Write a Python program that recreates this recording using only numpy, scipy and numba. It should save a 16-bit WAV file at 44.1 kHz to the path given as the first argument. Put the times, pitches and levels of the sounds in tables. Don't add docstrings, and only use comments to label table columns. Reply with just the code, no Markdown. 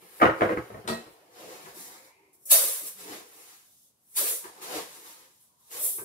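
import sys
import numpy as np
from scipy import signal
from scipy.fft import rfft, irfft
from scipy.io import wavfile
from numba import njit

SR = 44100
rng = np.random.default_rng(int(sys.argv[2]) if len(sys.argv) > 2 else 0)


def transcribe(signal):
    frames = np.atleast_2d(signal).T
    limited = np.clip(frames, -1, 1)
    pcm = np.round(limited * 32767).astype(np.int16)
    wavfile.write(sys.argv[1], SR, pcm)


def rack_gain(trim_db):
    fader = np.asarray(trim_db, float)
    return 10 ** (fader / 20)


N = 266364
GRID = 20


def level(x, db, lo_hz=20, hi_hz=20000):
    hz = np.fft.rfftfreq(x.shape[-1], 1 / SR)
    inside = (hz > lo_hz) & (hz < hi_hz)
    energy = np.sum(np.abs(rfft(x)[..., inside]) ** 2, -1)
    power = 2 * np.mean(energy) / x.shape[-1] ** 2
    return x * rack_gain(db) / np.sqrt(power)


def colour(x, shape, tilt_db=0):
    log_hz = np.log(np.fft.rfftfreq(4096, 1 / SR) + 1)
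    hz, db = np.transpose(shape)
    db = np.interp(log_hz, np.log(hz), db, db[0] - 20, db[-1] - 30)
    db = db + tilt_db * np.clip(log_hz - np.log(500), -2, 4) / np.log(2)
    cepstrum = irfft(np.log(rack_gain(db)))
    cepstrum[1:2048] *= 2
    cepstrum[2049:] = 0
    return signal.fftconvolve(x, irfft(np.exp(rfft(cepstrum))))[:len(x)]


def ring(x, modes):
    t = np.arange(SR // 2) / SR
    response = sum(rack_gain(db) * np.sin(2 * np.pi * hz * t) * 1000. ** (-t / t60) for hz, db, t60 in modes)
    return signal.fftconvolve(x, response)[:len(x)]


@njit
def hollow(x, hz, width):
    y, band, low = np.empty(len(x)), 0., 0.
    for i in range(len(x)):
        g, k = np.tan(np.pi * hz[i] / SR), width / hz[i]
        v = (band + g * (x[i] - low)) / (1 + g * (g + k))
        band, low, y[i] = 2 * v - band, low + 2 * g * v, k * v
    return y


def narrow(x, hz, width):
    return level(hollow(hollow(x, hz, width), hz, width), 0)


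def grains(per_s, spread_db, size=N):
    chance = rng.random((3, size))
    hit = chance[0] < per_s / SR
    return hit * np.sign(chance[1] - .5) * rack_gain(-spread_db * np.log(chance[2] + 3e-3))


def read(rows):
    s, *columns = np.transpose(rows)
    return [np.interp(np.arange(N) / SR, s, c) for c in columns]


def swells(rows, roundness):
    s, db, rise, fall, last = np.transpose(rows)[:, :, None]
    t = np.arange(0, N + GRID, GRID) / SR - s
    away = np.minimum(np.abs(t) / np.where(t < 0, rise, fall), 9)
    return db - 20 * away ** roundness, last


def spread(coarse):
    return np.interp(np.arange(N), GRID * np.arange(len(coarse)), coarse)


def voiced(rows):
    db, hz = swells(rows, 1.3)
    power = rack_gain(2 * np.maximum(db, -200))
    return spread(np.sqrt(power.sum(0))), spread((power * hz).sum(0) / power.sum(0))


def sing(rows):
    db, hz = swells(rows, 1.9)
    t = np.arange(N) / SR
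    wander = 0.039 * np.cumsum(rng.standard_normal((len(rows), N)), axis=1)
    return sum(spread(rack_gain(d + 2.5)) * np.sin(2 * np.pi * f * t + w) for d, f, w in zip(db, hz[:, 0], wander))


def bumps(events, modes, body, ring_db, damping, seats=(9,)):
    span = SR // 3
    out, t = np.zeros(N + span), np.arange(span) / SR
    choke_db, choke_s = -6, .008
    for s, db, length, tilt_db, low_db in events:
        chatter = grains(6000, 1.6, size=span) * np.sqrt(t / length) * np.exp(-t / length)
        struck = [(hz, g + low_db * (200 < hz < 380), t60 / damping) for hz, g, t60 in modes]
        thud = level(colour(chatter, body), 0) + level(ring(chatter, struck), ring_db)
        thud = colour(thud, [(1, 0), (SR, 0)], tilt_db)
        next_seat = min(q for q in seats if q > s)
        choke = rack_gain(choke_db * np.clip((s + t - next_seat) / choke_s, 0, 1))
        start = int(s * SR)
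        out[start:start + span] += level(thud, db - 6) * choke
    return out[:N]


# frequency in Hz, density in dB per Hz.
AIR_SHAPE = [(25, -34.5), (70, -10), (170, -9.5), (400, -16.5), (1000, -20.5), (1700, -30.5), (5000, -27),
             (11900, -23), (16500, -33.5)]


def air():
    mid, side = (colour(rng.standard_normal(N), AIR_SHAPE) for _ in range(2))
    side = signal.sosfilt(signal.butter(1, 500, "high", fs=SR, output="sos"), side)
    return level(np.array([mid + side, mid - side]), -72.5)


# frequency in Hz, t60 in s.
ROOM_T60 = [(100, 0.15), (1000, 0.42), (6000, 0.73), (15000, 0.23)]


def echoes():
    t = np.arange(SR // 3) / SR
    tail = np.zeros((2, len(t)))
    room_hz, room_s = np.transpose(ROOM_T60)
    for hz in 29 * 2. ** np.arange(10):
        octave = signal.butter(2, [hz / 1.41, hz * 1.41], "band", fs=SR, output="sos")
        mid, side = signal.sosfilt(octave, rng.standard_normal((2, len(t))))
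        t60 = np.interp(np.log(hz), np.log(room_hz), room_s)
        band = mid + np.clip(hz / 1000.0, .2, 1.05) * side * np.array([[1], [-1]])
        band = band * 1000. ** (-t / t60)
        band *= (1 - np.exp(-t / 0.0032)) * (1 + 4.7 * np.exp(-t / 0.024))
        tail += band * np.sqrt(hz / np.sum(band ** 2, 1, keepdims=True))
    return tail / np.sqrt(np.sum(tail ** 2) / 2)


def kitchen(x, wet_db, lag, pan_db, count, both_hz=30):
    turn = np.arange(N) / SR / .022
    wet = 0
    for k in range(count):
        share = 1
        if count > 1:
            share = np.cos(np.pi / 2 * np.clip((turn - k + count / 2) % count - count / 2, -1, 1))
        wet = wet + signal.fftconvolve(share * x[None], echoes())[:, :N]
    low = signal.sosfiltfilt(signal.butter(2, both_hz, fs=SR, output="sos"), x)
    late = low + np.roll(x - low, lag)
    direct = np.array([x * rack_gain(pan_db / 2), late * rack_gain(-pan_db / 2)])
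    return (direct + rack_gain(wet_db) * wet) / np.sqrt(1 + rack_gain(2 * wet_db))


# start in s, level in dB, rattle length in s, brightness in dB per octave, big panel in dB.
DOOR_BUMPS = [(.198, -39.5, 0.0099, 4, -5.5), (.213, -29, 0.0029, 3, -4), (.218, -20, 0.0025, 2.5, -2.5),
              (.227, -20, 0.0041, 1, 11.5), (.235, -29.5, 0.0054, -0.5, 7), (.243, -26.5, 0.0021, -1.5, -6),
              (.254, -23.5, 0.0024, 2, -8), (.264, -30, 0.0034, 0, -7), (.275, -36, 0.002, -2.5, -6.5),
              (.294, -31, 0.0054, 2, 6), (.408, -28.5, 0.0031, 0, 8), (.418, -23.5, 0.0036, .7, -1),
              (.435, -33.5, 0.0018, -0.5, 2.5), (.447, -36, 0.0035, -2, -15), (.456, -31, 0.0057, 0.5, -18),
              (.489, -31, 0.0063, 1, -11), (.51, -39, 0.0061, -2.5, 5), (.521, -33.5, 0.0045, -0.5, 5),
              (.572, -35, 0.0015, -1.6, 7), (.7, -47, 0.0074, -2.3, 7), (.742, -44.5, 0.0053, -2.6, 1.5),
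              (.77, -50.5, 0.01, -2.6, 8), (.84, -48, 0.016, -2.4, 2.5), (1.062, -54.5, 0.007, -2.6, 11)]
# frequency in Hz, density in dB per Hz.
DOOR_SHAPE = [(50, -36.5), (72, -12), (130, -9), (260, -18.5), (520, -2.5), (800, -9), (1200, -9.5),
              (1800, -12), (2500, -26), (3300, -35), (5000, -52.5), (8000, -58.5)]
DOOR_MODE_HZ = [70, 133, 328, 419, 502, 542, 670, 911, 1102, 1260, 1420, 1561, 1740, 2218]
# level in dB, t60 in s.
DOOR_MODE_RING = [(-20.5, 0.2), (-3, 0.14), (-8.5, 0.13), (-4, 0.12), (-6, 0.2), (-2, 0.2), (-5.5, 0.19),
                  (-24, 0.29), (-15.5, 0.12), (-14, 0.16), (-20.5, .15), (-23, 0.14), (-15, 0.08),
                  (-25, .2)]
DOOR_SEAT_S = [.306, .462, .532, .607, .725, 9]
# peak in s, level in dB, rise in s, fall in s, pitch in Hz.
BOX_NOTES = [(.24, -21.5, .03, 0.034, 330), (.3, -37.5, .04, 0.1, 328), (.43, -25.5, 0.031, 0.038, 328),
             (.52, -29.5, 0.048, 0.032, 330), (.587, -33, 0.036, 0.027, 328), (.24, -26.5, .022, 0.06, 515),
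             (.28, -23, .04, 0.029, 542), (.36, -40.5, .05, 0.047, 535), (.44, -26.5, 0.038, 0.046, 510),
             (.51, -32, .035, 0.072, 502), (.576, -38.5, 0.0077, .08, 505), (.46, -33.5, .02, .025, 505)]


def cupboard():
    modes = [(hz, *how) for hz, how in zip(DOOR_MODE_HZ, DOOR_MODE_RING)]
    door = bumps(DOOR_BUMPS, modes, DOOR_SHAPE, -3.5, 0.86, DOOR_SEAT_S)
    door = kitchen(door, 0.5, lag=19, pan_db=.3, count=3, both_hz=480)
    pan_db = -4.5
    return door + sing(BOX_NOTES) * rack_gain(np.array([[pan_db], [-pan_db]]) / 2)


# start in s, level in dB, rattle length in s, brightness in dB per octave, low modes in dB.
POT_KNOCKS = [
    (.875, -37, 0.0043, 0.5, -1),
    (.886, -39, 0.0049, -0.5, 1),
    (.897, -36.5, 0.007, -2, 5),
    (.912, -40, 0.022, -1, 9),
]
# frequency in Hz, level in dB, t60 in s.
POT_MODES = [(235, -1.5, 0.14), (345, -2.5, 0.15), (648.3, 1, 0.21), (723, -4, 0.2), (1296, -3, 0.104),
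             (1870, -1.5, 0.11), (2520, -13, 0.15), (3560, -20, .12), (4000, -12, 0.23), (5200, -3, 0.038),
             (5960, -20, 0.18), (7610, -14, 0.32)]
# frequency in Hz, density in dB per Hz.
POT_SHAPE = [(30, -39), (227, -21), (345, -2), (1500, -3.5), (2500, -20), (4190, -6), (4700, -23),
             (5300, -23), (8980, -14), (16000, -46)]
# start in s, level in dB, rattle length in s, brightness in dB per octave, low modes in dB.
CUP_TAPS = [
    (1.655, -51.5, 0.0092, -0.47, 10),
    (1.762, -59.5, 0.0056, -0.6, -1.5),
    (4.44, -48.5, 0.0083, 0.85, -3.5),
    (4.62, -56, 0.0046, 0.35, 0),
    (5.982, -48, 0.0095, -1.6, 1),
]
# frequency in Hz, level in dB, t60 in s.
CUP_MODES = [(476, -2, 0.1), (930, -15, 0.22), (1460, -7, 0.19), (1560, 3, 0.073), (1716.6, -10, 0.17),
             (1920, -39.5, 0.47)]
# frequency in Hz, density in dB per Hz.
CUP_SHAPE = [(35, -48), (60, 0), (255, -8.5), (400, 14.5), (606, -20), (1000, 9), (4500, -15), (5850, -58),
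             (9900, -120)]
# peak in s, level in dB, rise in s, fall in s, pitch in Hz.
HANDLED_NOTES = [
    (1.5, -48.5, .15, 0.126, 511),
    (2.07, -65, 0.28, 0.051, 528),
    (2.23, -67.5, 0.129, 0.134, 388),
    (2.46, -73.5, 0.087, 0.075, 392),
    (2.87, -70, .08, 0.14, 185),
    (3.02, -64, 0.13, 0.19, 182),
    (3.12, -47.5, 0.088, 0.049, 303),
    (3.12, -52, 0.16, 0.074, 418),
]
# peak in s, level in dB, rise in s, fall in s, pitch in Hz.
STRUCK_NOTES = [(.905, -41, .03, 0.087, 1895), (0.97, -54, .06, .07, 1895), (.9, -45, 0.021, .08, 4080),
                (0.953, -49, .03, .035, 4050), (.879, -46.5, 0.0046, .04, 5100),
                (.885, -50.5, 0.0072, 0.16, 2620), (.89, -45, 0.013, .07, 4500),
                (.9, -51, 0.021, .08, 5879), (.895, -41, 0.018, 0.091, 660), (2.54, -44, .03, .09, 7237),
                (2.535, -40, .03, .12, 4600), (2.54, -50, .03, 0.11, 3820), (2.535, -42.5, 0.027, .1, 5200),
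                (2.55, -44, .04, 0.088, 820)]


def pot_and_cup():
    knocks = bumps(POT_KNOCKS, POT_MODES, POT_SHAPE, -1.5, 1.0)
    taps = bumps(CUP_TAPS, CUP_MODES, CUP_SHAPE, -2.9, 0.62)
    struck = kitchen(knocks + taps, 0.34, lag=15, pan_db=4.0, count=1, both_hz=450)
    peal = kitchen(sing(STRUCK_NOTES), -6.0, lag=19, pan_db=1.0, count=1)
    return struck + sing(HANDLED_NOTES) + peal


# start in s, level in dB, pitch in Hz, length in s.
BAG_SLUMPS = [
    (0, -63, 177, 0.032),
    (1.412, -58.5, 130, 0.038),
    (1.63, -54.5, 170, 0.023),
    (1.737, -50, 216, 0.0439),
    (2.805, -53.5, 303, 0.0093),
    (3.065, -61, 146.8, 0.021),
    (3.084, -53, 303.5, 0.017),
    (4.68, -57, 169, 0.06),
    (4.906, -64.5, 273.3, 0.0634),
    (5.976, -56, 109, 0.067),
]


def slumps():
    out, noise = np.zeros(N), rng.standard_normal(N)
    for s, db, hz, length in BAG_SLUMPS:
        t = np.clip(np.arange(N) / SR - s, 0, None) / length
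        out += rack_gain(db + 5.0) * t * np.exp(-t) * narrow(noise, np.full(N, 1. * hz), 90.0)
    return out


BAG_MOVES = [
    (0.0, -60.5, 0.033, 1.01, 0),
    (.192, -50, 0.24, 0.098, -6.5),
    (.222, -51, 0.035, 0.07, 4),
    (.39, -58, 0.29, 1.22, 4),
    (.878, -40, 0.0046, 0.032, 5),
    (.9, -47.5, 0.017, 0.14, 3.5),
    (1.114, -62, .1, 0.069, -13),
    (1.23, -83, 0.17, 0.11, 3.5),
]
POT_POURS = [(2.33, -57, 0.0013, 0.046, -20), (2.435, -58, 0.077, .05, -27),
             (2.455, -34.5, 0.0014, 0.02, -41), (2.47, -42.5, 0.008, .3, -21),
             (2.502, -25.5, .004, 0.046, -23.5), (2.512, -12.5, 0.016, 0.074, -18),
             (2.556, -22, 0.049, 0.28, -15), (2.866, -35.5, 0.039, 0.046, -16),
             (4.045, -74, 0.0058, 0.094, -21.5), (4.12, -59, 0.039, .03, -22.5),
             (4.163, -31, .012, .03, -17), (4.172, -24.5, 0.021, 0.16, -13), (4.275, -30, 0.078, 0.06, -12),
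             (4.31, -29.5, 0.15, 0.11, -19.5)]
BED_POURS = [
    (5.403, -59.5, .003, 0.085, -26.5),
    (5.843, -24.5, 0.083, .12, -28),
    (5.955, -36.5, .15, 0.14, -30),
]
CUP_SCOOPS = [(1.39, -57, 0.098, 0.32, 2), (1.526, -54.5, 0.21, 0.21, 1), (1.69, -55.5, 0.22, 0.059, 0.5),
              (1.92, -54.5, 0.079, 0.15, -1), (2.05, -60.5, 0.093, 0.074, -2), (3.0, -46.5, 0.054, .1, -6),
              (3.12, -47.5, 0.14, 0.15, 0.5), (3.5, -55, 0.15, 0.2, -5.5), (4.454, -55.5, 0.054, 0.078, 1),
              (4.59, -61.5, 0.17, 0.023, 1), (4.62, -43, 0.015, 0.082, -4), (4.762, -41, 0.17, 0.1, 1.04),
              (4.95, -52, 0.27, 0.18, -4), (5.07, -51, 0.1, 0.18, -4), (5.2, -61, 0.12, 0.17, -1.5),
              (5.76, -46.5, 0.075, 0.097, -2.5)]
LOOSE_TRICKLES = [
    (1.785, -48, 0.073, 0.084, -7.5),
    (1.855, -49, 0.11, 0.073, -7),
    (3.386, -55.5, 0.2, 0.18, -5.5),
    (3.68, -64.5, .1, 0.14, -20),
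    (3.82, -63.5, 0.18, 0.1, -42),
    (3.86, -71.5, 0.066, 0.029, -26.5),
    (5.34, -67, 0.082, 0.27, -14),
    (5.62, -66, .06, 0.095, -17.5),
    (5.69, -61, 0.062, 0.028, -18.5),
    (5.715, -44, 0.015, 0.13, -9.5),
]
# swell roundness, wall in dB at packing 0, wall dB per packing dB, bulk in dB at packing 0,
# bulk dB per packing dB.
BAG_MANNER = (0.88, -3.5, 0.77, 0.1, 2.5)
POUR_MANNER = (1.19, -3, 0.6, 1.5, 2.5)
BED_MANNER = (1.16, -20, 0, -1, 1.1)
SCOOP_MANNER = (1.46, 0.28, 0.69, 0.59, 3.2)
TRICKLE_MANNER = (2.5, -4.5, 0.0942, 6, 2.5)
GESTURES = [(BAG_MOVES, BAG_MANNER), (POT_POURS, POUR_MANNER), (BED_POURS, BED_MANNER),
            (CUP_SCOOPS, SCOOP_MANNER), (LOOSE_TRICKLES, TRICKLE_MANNER)]
SPRAY_DB = [-20.5, -11, -16, -5.5, -6]


def flow():
    power = 0
    for (rows, manner), spray_db in zip(GESTURES, SPRAY_DB):
        roundness, wall_db, wall_per, bulk_db, bulk_per = manner
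        db, packing = swells(rows, roundness)
        flat = 0 * packing
        layers = flat, wall_db + wall_per * packing, packing, bulk_db + bulk_per * packing, spray_db + flat
        power = power + np.array([rack_gain(2 * db).T @ rack_gain(2 * layer[:, 0]) for layer in layers])
    return [spread(np.sqrt(p)) for p in power]


# frequency in Hz, density in dB per Hz.
TICK_SHAPE = [(4200, -37), (5200, -18), (6700, -20), (7600, 0), (8700, 7.5), (11400, 12), (14000, 7.5),
              (15700, 4), (17000, 1.5)]
CRUNCH_SHAPE = [(710, -12.5), (1200, -9), (1470, -10.5), (1790, -9.5), (3300, -13), (4290, -32),
                (7260, -120)]
WALL_SHAPE = [(1500, -45.5), (2500, -16), (3500, 0.5), (4720, -1.5), (6800, -3.5), (8840, -30),
              (15000, -120)]
BULK_SHAPE = [(24, -59), (40, -25.5), (267, -8.5), (297, 0), (337, -1), (511, 4.5), (578, -9), (717, 0),
              (1090, -10.5), (1600, -42), (2080, -51.5), (3520, -120)]
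# frequency in Hz, width in Hz, level in dB.
WALL_MODES = [(3810, 32, -5), (4320, 76, -4.5), (4565, 66, 3), (4980, 26, -2), (5283, 110, -3),
              (5610, 49, 1.5), (6213, 40, -9.5), (6990, 190, -0.5), (7400, 42, -5.5), (7460, 40, -2.5)]
# time in s, level in dB re a plain grain.
HARD_GRAINS = [(2.509, 12), (2.513, 14.5), (2.5162, 20), (2.518, 14.5), (2.5426, 12), (2.551, 14),
               (2.556, 14.5), (2.574, 13), (4.1626, 13), (4.1736, 13.5), (4.1764, 11.5), (4.188, 13),
               (4.198, 12.5), (4.205, 14)]
# peak in s, level in dB, rise in s, fall in s.
LOW_THUMPS = [
    (0.0, -81.5, 0.102, .45),
    (0.221, -27, 0.0063, .04),
    (.408, -39, 0.052, 0.21),
    (.78, -47.5, 0.148, 0.023),
    (0.877, -31.5, 0.0056, 0.028),
    (.9, -57.5, .021, 0.157),
]
# peak in s, level in dB, rise in s, fall in s, centre in Hz.
HOLLOW_SWELLS = [(1.2, -66, .15, .21, 470.3), (1.444, -40.5, .07, 0.11, 471.6),
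                 (1.55, -55.5, 0.089, .21, 504.4), (1.692, -49.5, .15, 0.11, 476),
                 (2.06, -60, .3, .08, 489), (2.3, -68, 0.22, .2, 349.4), (2.52, -27.5, 0.024, 0.13, 619),
                 (2.63, -31, 0.11, 0.11, 501), (2.844, -48, 0.11, 0.09, 490.5),
                 (3.12, -51.5, 0.13, .1, 420), (3.24, -55, 0.068, .1, 431.8),
                 (3.386, -58.5, 0.11, 0.089, 459), (3.73, -70, .1, 0.088, 703.2),
                 (4.215, -30, 0.047, 0.058, 463.7), (4.29, -38, 0.085, 0.1, 498.4),
                 (4.44, -58.5, .05, 0.13, 550), (4.76, -40.5, 0.11, 0.17, 477),
                 (4.981, -50.5, .05, .06, 410.4), (5.085, -58.5, .06, 0.22, 691),
                 (5.73, -44.5, .04, .12, 457.5), (5.843, -41, 0.1, .07, 503.4),
                 (6.04, -39.5, .1, .1, 425.5)]
# time in s, level in dB, centre in Hz.
LIP_SLIDE = [
    (1.7, -84, 1980),
    (1.756, -65, 2010),
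    (1.768, -45, 1870),
    (2.022, -53.5, 2250),
    (2.332, -68.5, 2290),
]
# peak in s, level in dB, rise in s, fall in s, centre in Hz.
CUP_HUM = [
    (1.934, -68.5, 0.337, 0.052, 938),
    (2.06, -72.5, 0.04, 0.44, 943),
    (4.452, -57, 0.056, 0.063, 971),
    (4.57, -58.5, 0.029, 0.1, 956),
    (4.72, -70, 0.106, 0.046, 949.5),
    (5.07, -68.5, 0.233, 0.26, 930),
    (5.68, -77.5, 0.44, .04, 990),
]


def rice():
    tick_gain, wall_gain, crunch_gain, bulk_gain, spray_gain = flow()
    jolts = [(*row, 420) for row in LOW_THUMPS]
    hollow_gain, hollow_hz = voiced(jolts + HOLLOW_SWELLS)
    bulk_gain = np.hypot(bulk_gain, rack_gain(-3.5) * voiced(jolts)[0])

    hail, slide = grains(9000, 2.4), grains(2500, 3.2)
    hard_s, hard_db = np.transpose(HARD_GRAINS)
    hail[(hard_s * SR).astype(int)] = rack_gain(hard_db)

    tick = level(colour(hail, TICK_SHAPE), 0, 8200, 13000)
    struck = np.clip(np.sqrt(tick_gain * rack_gain(22)), rack_gain(-14), rack_gain(1))
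    modes = [(hz, db, 2.9 / width) for hz, width, db in WALL_MODES]
    wall = level(colour(hail, WALL_SHAPE), 0.58) + struck * level(ring(hail, modes), -4.0)
    crunch = level(colour(hail + slide, CRUNCH_SHAPE), 0, 900, 3200)
    bulk = level(colour(slide, BULK_SHAPE), 0, 200, 1400)
    cavity = hollow_gain * rack_gain(-5.0) * narrow(slide, hollow_hz, 180.0)

    lip_db, lip_hz = read([(1.6, -95, 1900), *LIP_SLIDE, (2.5, -95, 2300)])
    lip = rack_gain(lip_db - 7.0) * narrow(hail, lip_hz, 750.0)
    hum_gain, hum_hz = voiced(CUP_HUM)
    hum = hum_gain * rack_gain(5.0) * narrow(slide, hum_hz, 220.0)
    spray = narrow(hail, np.full(N, 6061.5), 2200)

    loose = tick_gain * tick + wall_gain * wall + spray_gain * spray
    packed = crunch_gain * crunch + bulk_gain * bulk
    return loose + packed + cavity + lip + hum


def scene():
    grain = kitchen(rice() + slumps(), 6.5, lag=17, pan_db=1.5, count=8)
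    return air() + cupboard() + pot_and_cup() + grain


def band_limit(x):
    return signal.sosfilt(signal.butter(12, 15790, fs=SR, output="sos"), x)


def record(dry):
    mix = signal.sosfilt(signal.butter(2, 58, "high", fs=SR, output="sos"), dry)
    mix = np.tanh(.45 * mix) / .45
    mix = signal.sosfilt(signal.ellip(14, .2, 70, 15730, fs=SR, output="sos"), mix)
    return band_limit(mix)


dry = scene()
out = record(dry)
transcribe(out)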